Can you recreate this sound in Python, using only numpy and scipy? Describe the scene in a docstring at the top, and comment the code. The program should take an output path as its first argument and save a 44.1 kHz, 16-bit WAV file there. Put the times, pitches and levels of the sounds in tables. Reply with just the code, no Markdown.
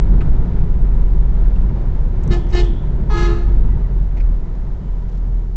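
"""Horns heard from a slowing car

A car slows towards a city junction beside a flyover. The cabin booms and tyre noise falls with speed.
Horn diaphragms buzz in harmonic series: a near horn toots twice, a two-tone horn reverberates under
the concrete deck, and thin horns sound far off. Trim ticks, sharp clicks surround the toots and a brief
rustle precedes the second. The small dashboard microphone saturates on the boom's biggest swings."""
import sys
import numpy as np
from scipy import signal
from scipy.fft import rfft, irfft, next_fast_len
from scipy.io import wavfile
from scipy.ndimage import uniform_filter1d

SR = 44100
rng = np.random.default_rng(int(sys.argv[2]) if len(sys.argv) > 2 else 0)


def transcribe(signal):
    """Save signal, clipped to [-1, 1], as a 16-bit WAV file at the path in sys.argv[1]."""
    frames = np.atleast_2d(signal).T
    limited = np.clip(frames, -1, 1)
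    pcm = np.round(limited * 32767).astype(np.int16)
    wavfile.write(sys.argv[1], SR, pcm)


N = 245195
T = np.arange(N) / SR

# Fundamental of the cabin boom: t/s, f/Hz, relative level/dB
BOOM_TRACK = [(0.0, 42.4, -19), (0.12, 42.1, -8), (0.25, 43.2, -22), (0.6, 44.0, -12), (0.68, 49.0, -21),
              (0.81, 48.9, -17), (0.97, 42.3, -13), (1.55, 42.6, -14), (2.23, 41.2, -20), (2.32, 41.0, -9),
              (2.42, 41.0, -24), (2.48, 41.0, -11), (2.52, 41.0, -17), (2.54, 41.1, -3), (2.56, 41.1, -3),
              (2.575, 41.1, -14), (2.63, 41.1, -9), (2.76, 42.0, -17), (3.05, 43.1, -24), (3.1, 43.7, -13),
              (3.92, 43.7, -16), (4.32, 40.8, -12), (4.4, 37.1, -20), (5.2, 41.2, -18), (5.56, 41.0, -17)]
# The slowing car: t/s, speed/(km/h)
CAR_SPEED = [(0, 57), (1.5, 54), (2.5, 45), (3.6, 42), (4.5, 32), (5.56, 23)]
# Bumps and rough patches under the tyres: centre t/s, half length/s, lift/dB
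ROAD_BUMPS = [(0.21, 0.28, 5.0), (1.7, 0.12, 2.2), (2.29, 0.06, 7.5), (3.05, 0.33, 3.8), (3.7, 0.14, 5.6)]
# Noise spectra of body sway, tyre rumble, road rush and horn rasp: f/Hz, relative density/dB
SWAY_SPECTRUM = [(6, -22), (15, 0), (23, 0), (32, -4), (55, -7), (75, -24)]
RUMBLE_SPECTRUM = [(40, -12), (60, 0), (72, -2), (88, 0), (108, -3), (125, -1), (170, -3), (200, -10),
                   (240, -12), (280, -20), (360, -17), (420, -21), (520, -34), (900, -58)]
RUSH_SPECTRUM = [(280, -6), (350, 3), (480, -.5), (620, -3), (850, -5.5), (980, -3.5), (1060, -11),
                 (1250, -11), (2100, -19), (2600, -26), (3800, -29), (5000, -37), (7200, -42), (8500, -55)]
RASP_SPECTRUM = [(300, -2), (550, 0), (1300, -3), (2300, -7), (4500, -9.5), (7400, -15), (9000, -36)]
# Road noise laws: level at cruising speed/dB, rise per doubling of speed/dB, share of a bump's lift
SWAY_SPEED_LAW = (-14.7, 9.5, .2)
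RUMBLE_SPEED_LAW = (-24.9, 5.8, .95)
RUSH_SPEED_LAW = (-40.9, 5.5, .4)
# Small sounds in the cabin: trim ticks, sharp clicks around the toots, a rustle before the second toot:
# t/s, number of pulses, knock f/Hz, knock level/dB, click f/Hz, click level/dB
CABIN_CLICKS = [(0.176, 2, 620, -38, 1500, -52), (0.206, 3, 2400, -38, 4000, -53),
                (0.212, 3, 1350, -32, 6900, -57), (0.566, 2, 1500, -42, 4000, -63),
                (1.560, 1, 2400, -46, 4500, -54), (1.693, 1, 2400, -46, 4000, -57),
                (2.234, 2, 2600, -50, 6600, -47), (2.277, 1, 3700, -52, 6500, -41),
                (2.466, 2, 2100, -47, 5000, -56), (2.488, 4, 2300, -53, 5500, -53),
                (2.504, 4, 2300, -49, 5500, -47), (2.647, 2, 2400, -51, 6900, -51),
                (4.170, 4, 2230, -42.5, 4700, -50), (4.200, 3, 2250, -43.5, 4700, -51),
                (4.551, 2, 1000, -46, 4500, -58), (5.085, 4, 2600, -59, 5400, -58),
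                (5.116, 4, 3400, -61, 5400, -58), (5.147, 3, 3300, -58, 5200, -57),
                (5.171, 3, 3700, -58, 5400, -56)]

# Harmonic series of the horns: harmonic number, relative level/dB
FAR_PARTIALS = [(2, 0), (4, -9), (6, -12), (10, -16)]
NEAR_LOW_PARTIALS = [(1, 0), (2, -18), (3, -24), (4, -26), (5, -16.5), (6, -24.5), (7, -27), (8, -24),
                     (9, -25), (11, -29), (12, -26), (13, -30), (15, -28), (18, -32), (21, -35)]
NEAR_HIGH_PARTIALS = [(1, 0), (2, -13), (3, -9), (4, -18), (5, -9.5), (6, -12), (7, -8), (9, -7), (10, -8),
                      (11, -14), (12, -17), (13, -16), (15, -20)]
BLAST_LOW_PARTIALS = [(1, 0), (2, -21), (3, -18), (4, -17), (5, -19), (6, -28), (7, -30), (8, -24),
                      (9, -30), (10, -31), (11, -25), (12, -27)]
BLAST_HIGH_PARTIALS = [(1, -2), (2, -5.5), (3, -.8), (4, -4), (5, -10.5), (6, -15.5), (7, -18), (8, -17),
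                       (9, -17), (10, -15), (11, -19.5), (12, -26), (13, -25), (14, -22), (15, -28),
                       (16, -30), (17, -32), (18, -32), (20, -40)]
# Horn notes, from the farthest to the two-tone blast: start t/s, end t/s, f/Hz, source level/dB
FAR_NOTES = [(4.53, 4.75, 522, -63.5), (4.76, 5.02, 497, -59.8)]
THIN_NOTES = [(3.66, 3.75, 1965, -60), (3.81, 3.875, 1933, -58), (4.425, 4.485, 1970, -61.5)]
SHRILL_NOTES = [(2.31, 2.39, 3290, -52.5), (2.52, 2.6, 3290, -44.5)]
NEAR_NOTES = [(2.295, 2.336, 351, -21.8), (2.515, 2.603, 353.2, -21.3)]
BLAST_LOW_NOTE = (3.125, 3.315, 346.3, -24.6)
BLAST_HIGH_NOTE = (3.093, 3.268, 420.3, -25.8)
# Hollow ring under the near toots: f/Hz, bandwidth/Hz, level relative to the toot/dB
HOLLOW_RING = (770, 150, -15)
# Swell of the blast's overtones: t/s, gain/dB
OVERTONE_SWELL = [(3.10, -9), (3.125, -3.5), (3.19, 2), (3.255, 0), (3.30, -2.5)]
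# Honk of the flare as the blast starts: f/Hz, bandwidth/Hz, decay time/s, level/dB
FLARE_RESONANCE = (930, 170, .06, -32.5)
# Late, dull echo of the blast from across the road: delay/s, cutoff f/Hz, gain/dB
WALL_REFLECTION = (.13, 1350, -15.5)


def amplitude(db):
    """Amplitude ratio of a level: a factor of ten for every 20 dB."""
    return 10 ** (np.asarray(db) / 20)


def unit_rms(x):
    """Normalisation to unit mean power."""
    return x / np.sqrt(np.mean(x ** 2) + 1e-18)


def curves(table):
    """Linear interpolation in time of each column after the first."""
    times, *columns = np.transpose(table)
    return [np.interp(T, times, column) for column in columns]


def coloured_noise(spectrum, size=N):
    """Spectral shaping of white noise, at unit rms."""
    hz, db = np.transpose(spectrum)
    padded = next_fast_len(size)
    f = np.fft.rfftfreq(padded, 1 / SR) + 1e-3
    colour = amplitude(np.interp(np.log(f), np.log(hz), db, left=-120, right=-120))
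    white = rfft(rng.standard_normal(padded))
    return unit_rms(irfft(white * colour, padded)[:size])


def wander(rate_hz, size=N):
    """Random modulation of unit rms: values held for 1 / rate_hz seconds and smoothed twice."""
    hold = max(int(SR / rate_hz), 1)
    steps = np.repeat(rng.standard_normal(size // hold + 1), hold)
    return unit_rms(uniform_filter1d(uniform_filter1d(steps, hold), hold)[:size])


def resonant_noise(hz, width_hz, size=N):
    """Resonance: two like resonators in series select a narrow band of noise, at unit rms."""
    b, a = signal.iirpeak(min(hz, .45 * SR), hz / width_hz, SR)
    once = signal.lfilter(b, a, rng.standard_normal(size))
    return unit_rms(signal.lfilter(b, a, once))


def lowpass(x, hz):
    """Zero-phase filtering keeps the part of a sound below a frequency."""
    return signal.sosfiltfilt(signal.butter(4, hz, fs=SR, output="sos"), x + 1e-18)


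def reverberation(x, t60_low, t60_high, build_s, doppler=.012, bundles=7):
    """Reflections build up and decay; as the car moves, each bundle has its own Doppler shift."""
    t = T[:SR]
    centre_s = np.average(T, weights=x ** 2)
    build = 1 - np.exp(-(t / build_s) ** 2)
    low_envelope = build * amplitude(-60 * t / t60_low)
    high_envelope = build * amplitude(-60 * t / t60_high)
    crossover = signal.butter(1, 2000, fs=SR, output="sos")
    out = 0
    for shift in np.linspace(-doppler, doppler, bundles):
        scatter = rng.standard_normal(SR)
        lows = signal.sosfilt(crossover, scatter)
        tail = lows * low_envelope + (scatter - lows) * high_envelope
        shifted = np.interp(T + shift * (T - centre_s), T, x)
        out = out + signal.fftconvolve(shifted, tail / np.sqrt(np.sum(tail ** 2)))[:N]
    return out / np.sqrt(bundles)


def road_gain(law, cruise_km_h=50):
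    """Power law: road noise scales with a power of the speed, and swells over each bump."""
    cruise_db, doubling_db, bump_share = law
    speed, = curves(CAR_SPEED)
    lift_db = sum(db * np.exp(-((T - centre) / half) ** 2) for centre, half, db in ROAD_BUMPS)
    return amplitude(cruise_db + doubling_db * np.log2(speed / cruise_km_h) + bump_share * lift_db)


def road_noise():
    """Random excitation: on uneven asphalt the body sways and the tyres rumble, over a steady hiss."""
    sway = coloured_noise(SWAY_SPECTRUM) * road_gain(SWAY_SPEED_LAW)
    rumble = coloured_noise(RUMBLE_SPECTRUM) * road_gain(RUMBLE_SPEED_LAW) * amplitude(.8 * wander(18))
    rush = coloured_noise(RUSH_SPECTRUM) * road_gain(RUSH_SPEED_LAW) * amplitude(.7 * wander(25))
    hiss = coloured_noise([(1500, 0), (4000, -1), (7200, -5), (8500, -20)]) * amplitude(-66.5)
    return sway + rumble + rush + hiss


def cabin_boom(throb_db=1.5, octave_db=-20):
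    """Random amplitude and frequency modulation make a low tone and its octave throb and waver."""
    hz, db = curves(BOOM_TRACK)
    phase = 2 * np.pi * np.cumsum(hz * (1 + .025 * wander(14))) / SR
    fundamental = np.sin(phase) * amplitude(-.9 + throb_db * wander(11))
    octave = np.sin(2 * phase) * amplitude(octave_db + 2 * wander(8))
    return np.sqrt(2) * (fundamental + octave) * amplitude(db)


def cabin_clicks(knock_decay_s=.0055, click_decay_s=.0022, spacing_s=.0045, step_db=-.8):
    """Damped resonance: small clicks and knocks, singly or in weakening runs that tick or rustle."""
    out, t = np.zeros(N), T[:SR // 10]
    for start, pulses, knock_hz, knock_db, click_hz, click_db in CABIN_CLICKS:
        for k in range(round(pulses)):
            hz = knock_hz * np.exp(.07 * rng.standard_normal())  # no two knocks ring alike
            knock = resonant_noise(hz, .32 * hz, len(t)) * np.exp(-t / knock_decay_s)
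            click = resonant_noise(click_hz, .45 * click_hz, len(t)) * np.exp(-t / click_decay_s)
            pulse = amplitude(knock_db) * knock + amplitude(click_db) * click
            i = int((start + k * spacing_s) * SR)
            out[i:i + len(t)] += amplitude(k * step_db) * pulse
    return out


def horn(note, partials, attack_s, release_s, jitter, rasp_db, sag, stumble=.02, flutter_db=1.6):
    """A diaphragm's periodic buzz gives harmonics; its pitch starts ragged, steadies and finally sags."""
    start, end, hz, db = note
    live = (T > start) & (T < end + .5)
    since, after = T[live] - start, np.maximum(T[live] - end, 0)
    size = len(since)
    rise, fall = 1 - np.exp(-since / attack_s), np.exp(-after / release_s)
    unsteadiness = jitter + stumble * np.exp(-since / .014)  # as a fraction of the pitch
    pitch = hz * (1 + unsteadiness * wander(500, size) - sag * (1 - fall))
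    phase = 2 * np.pi * np.cumsum(pitch) / SR
    orders, levels_db = np.transpose(partials)
    gains = amplitude(levels_db)
    tone = 0
    for k, gain in zip(orders.round(), gains / np.sqrt(np.sum(gains ** 2) / 2)):
        envelope = rise ** (1 + np.sqrt(k)) * fall ** (k ** .75)  # overtones come last and die first
        flutter = amplitude(flutter_db * wander(70, size))
        tone = tone + gain * envelope * flutter * np.sin(k * phase + rng.uniform(0, 2 * np.pi))
    rasp = coloured_noise(RASP_SPECTRUM, size) * (1 + np.cos(phase))  # one burst a cycle
    out = np.zeros(N)
    out[live] = tone + amplitude(rasp_db) * rasp * rise ** 3 * fall ** 2
    return amplitude(db) * out


def far_horns():
    """Distant horns arrive thin and reverberant; the shrill one keeps only its diaphragm resonance."""
    one_partial = [(1, 0)]
    toots = sum(horn(note, FAR_PARTIALS, attack_s=.02, release_s=.08, jitter=.003,
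                     rasp_db=-25, sag=.002, stumble=.002) for note in FAR_NOTES)
    pips = sum(horn(note, one_partial, attack_s=.01, release_s=.015, jitter=.006,
                    rasp_db=-30, sag=.004, stumble=.004) for note in THIN_NOTES)
    beeps = sum(horn(note, one_partial, attack_s=.01, release_s=.03, jitter=.07,
                     rasp_db=-15, sag=.005) for note in SHRILL_NOTES)
    direct = toots + pips  # the beeps arrive by reflection alone
    street = reverberation(amplitude(-7) * direct + beeps, t60_low=.85, t60_high=.72,
                           build_s=.008, doppler=.003)
    return amplitude(-1.5) * direct + street


def near_horn(pitch_ratio=1.203):
    """Two notes superpose in each toot, with a hollow ring and early reflections from road and walls."""
    direct = 0
    for start, end, hz, db in NEAR_NOTES:
        low = horn((start, end, hz, db), NEAR_LOW_PARTIALS, attack_s=.0115, release_s=.058,
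                   jitter=.0025, rasp_db=-15.5, sag=.035, stumble=.018, flutter_db=2.4)
        high = horn((start, end, pitch_ratio * hz, db - 9), NEAR_HIGH_PARTIALS, attack_s=.01,
                    release_s=.065, jitter=.0018, rasp_db=-18, sag=.03, stumble=.009)
        direct = direct + low + high
    ring_hz, width_hz, ring_db = HOLLOW_RING
    envelope = np.sqrt(np.abs(uniform_filter1d(direct ** 2, SR // 50)))
    hollow = amplitude(ring_db) * envelope * resonant_noise(ring_hz, width_hz)
    slap = reverberation(direct, t60_low=.42, t60_high=.36, build_s=.008)
    return direct + hollow + amplitude(-14.5) * slap


def flare_honk():
    """Onset transient: the flare's resonance sounds as the blast starts and decays exponentially."""
    hz, width_hz, decay_s, db = FLARE_RESONANCE
    since = np.maximum(T - BLAST_HIGH_NOTE[0], 0)
    envelope = (1 - np.exp(-since / .004)) * np.exp(-since / decay_s)
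    return amplitude(db) * resonant_noise(hz, width_hz) * envelope


def two_tone_horn():
    """Two horns a minor third apart arrive directly and by reflection from a wall and the flyover."""
    high = horn(BLAST_HIGH_NOTE, BLAST_HIGH_PARTIALS, attack_s=.004, release_s=.04, jitter=.0012,
                rasp_db=-15.5, sag=.006, stumble=.075, flutter_db=2.0)
    low = horn(BLAST_LOW_NOTE, BLAST_LOW_PARTIALS, attack_s=.014, release_s=.075, jitter=.002,
               rasp_db=-23, sag=.005)
    chord = high + low
    # Directivity: the flares beam their overtones forward, while the low notes spread everywhere.
    lows = lowpass(chord, 1100)
    swell_db, = curves(OVERTONE_SWELL)
    overtones = (chord - lows) * amplitude(swell_db)
    direct = amplitude(-1) * (lows + overtones)
    # Railings and moving traffic scatter the short waves, so the overtones come back rough.
    scattered = lows + overtones * (.7 + .6 * wander(300))
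    delay_s, cutoff_hz, wall_db = WALL_REFLECTION
    wall = amplitude(wall_db) * np.interp(T - delay_s, T, lowpass(scattered, cutoff_hz))
    honk = flare_honk()
    flyover = reverberation(scattered + honk, t60_low=.74, t60_high=.6, build_s=.035,
                            doppler=.016, bundles=9)
    return direct + honk + wall + amplitude(-6) * flyover


def scene():
    """Superposition: the sounds of the car and of the street add in one channel."""
    cabin = cabin_boom() + road_noise()
    horns = near_horn() + two_tone_horn() + far_horns()
    return (cabin + horns + cabin_clicks())[None]


def record(dry, ceiling=.64, top_hz=8600):
    """Saturation and band limiting: the microphone flattens the largest swings and cuts the treble."""
    clipped = dry / (1 + (dry / ceiling) ** 12) ** (1 / 12)
    dulled = signal.sosfilt(signal.butter(10, 8400, fs=SR, output="sos"), clipped)
    return signal.sosfilt(signal.ellip(9, .1, 70, top_hz, fs=SR, output="sos"), dulled)


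dry = scene()
out = record(dry)
transcribe(out)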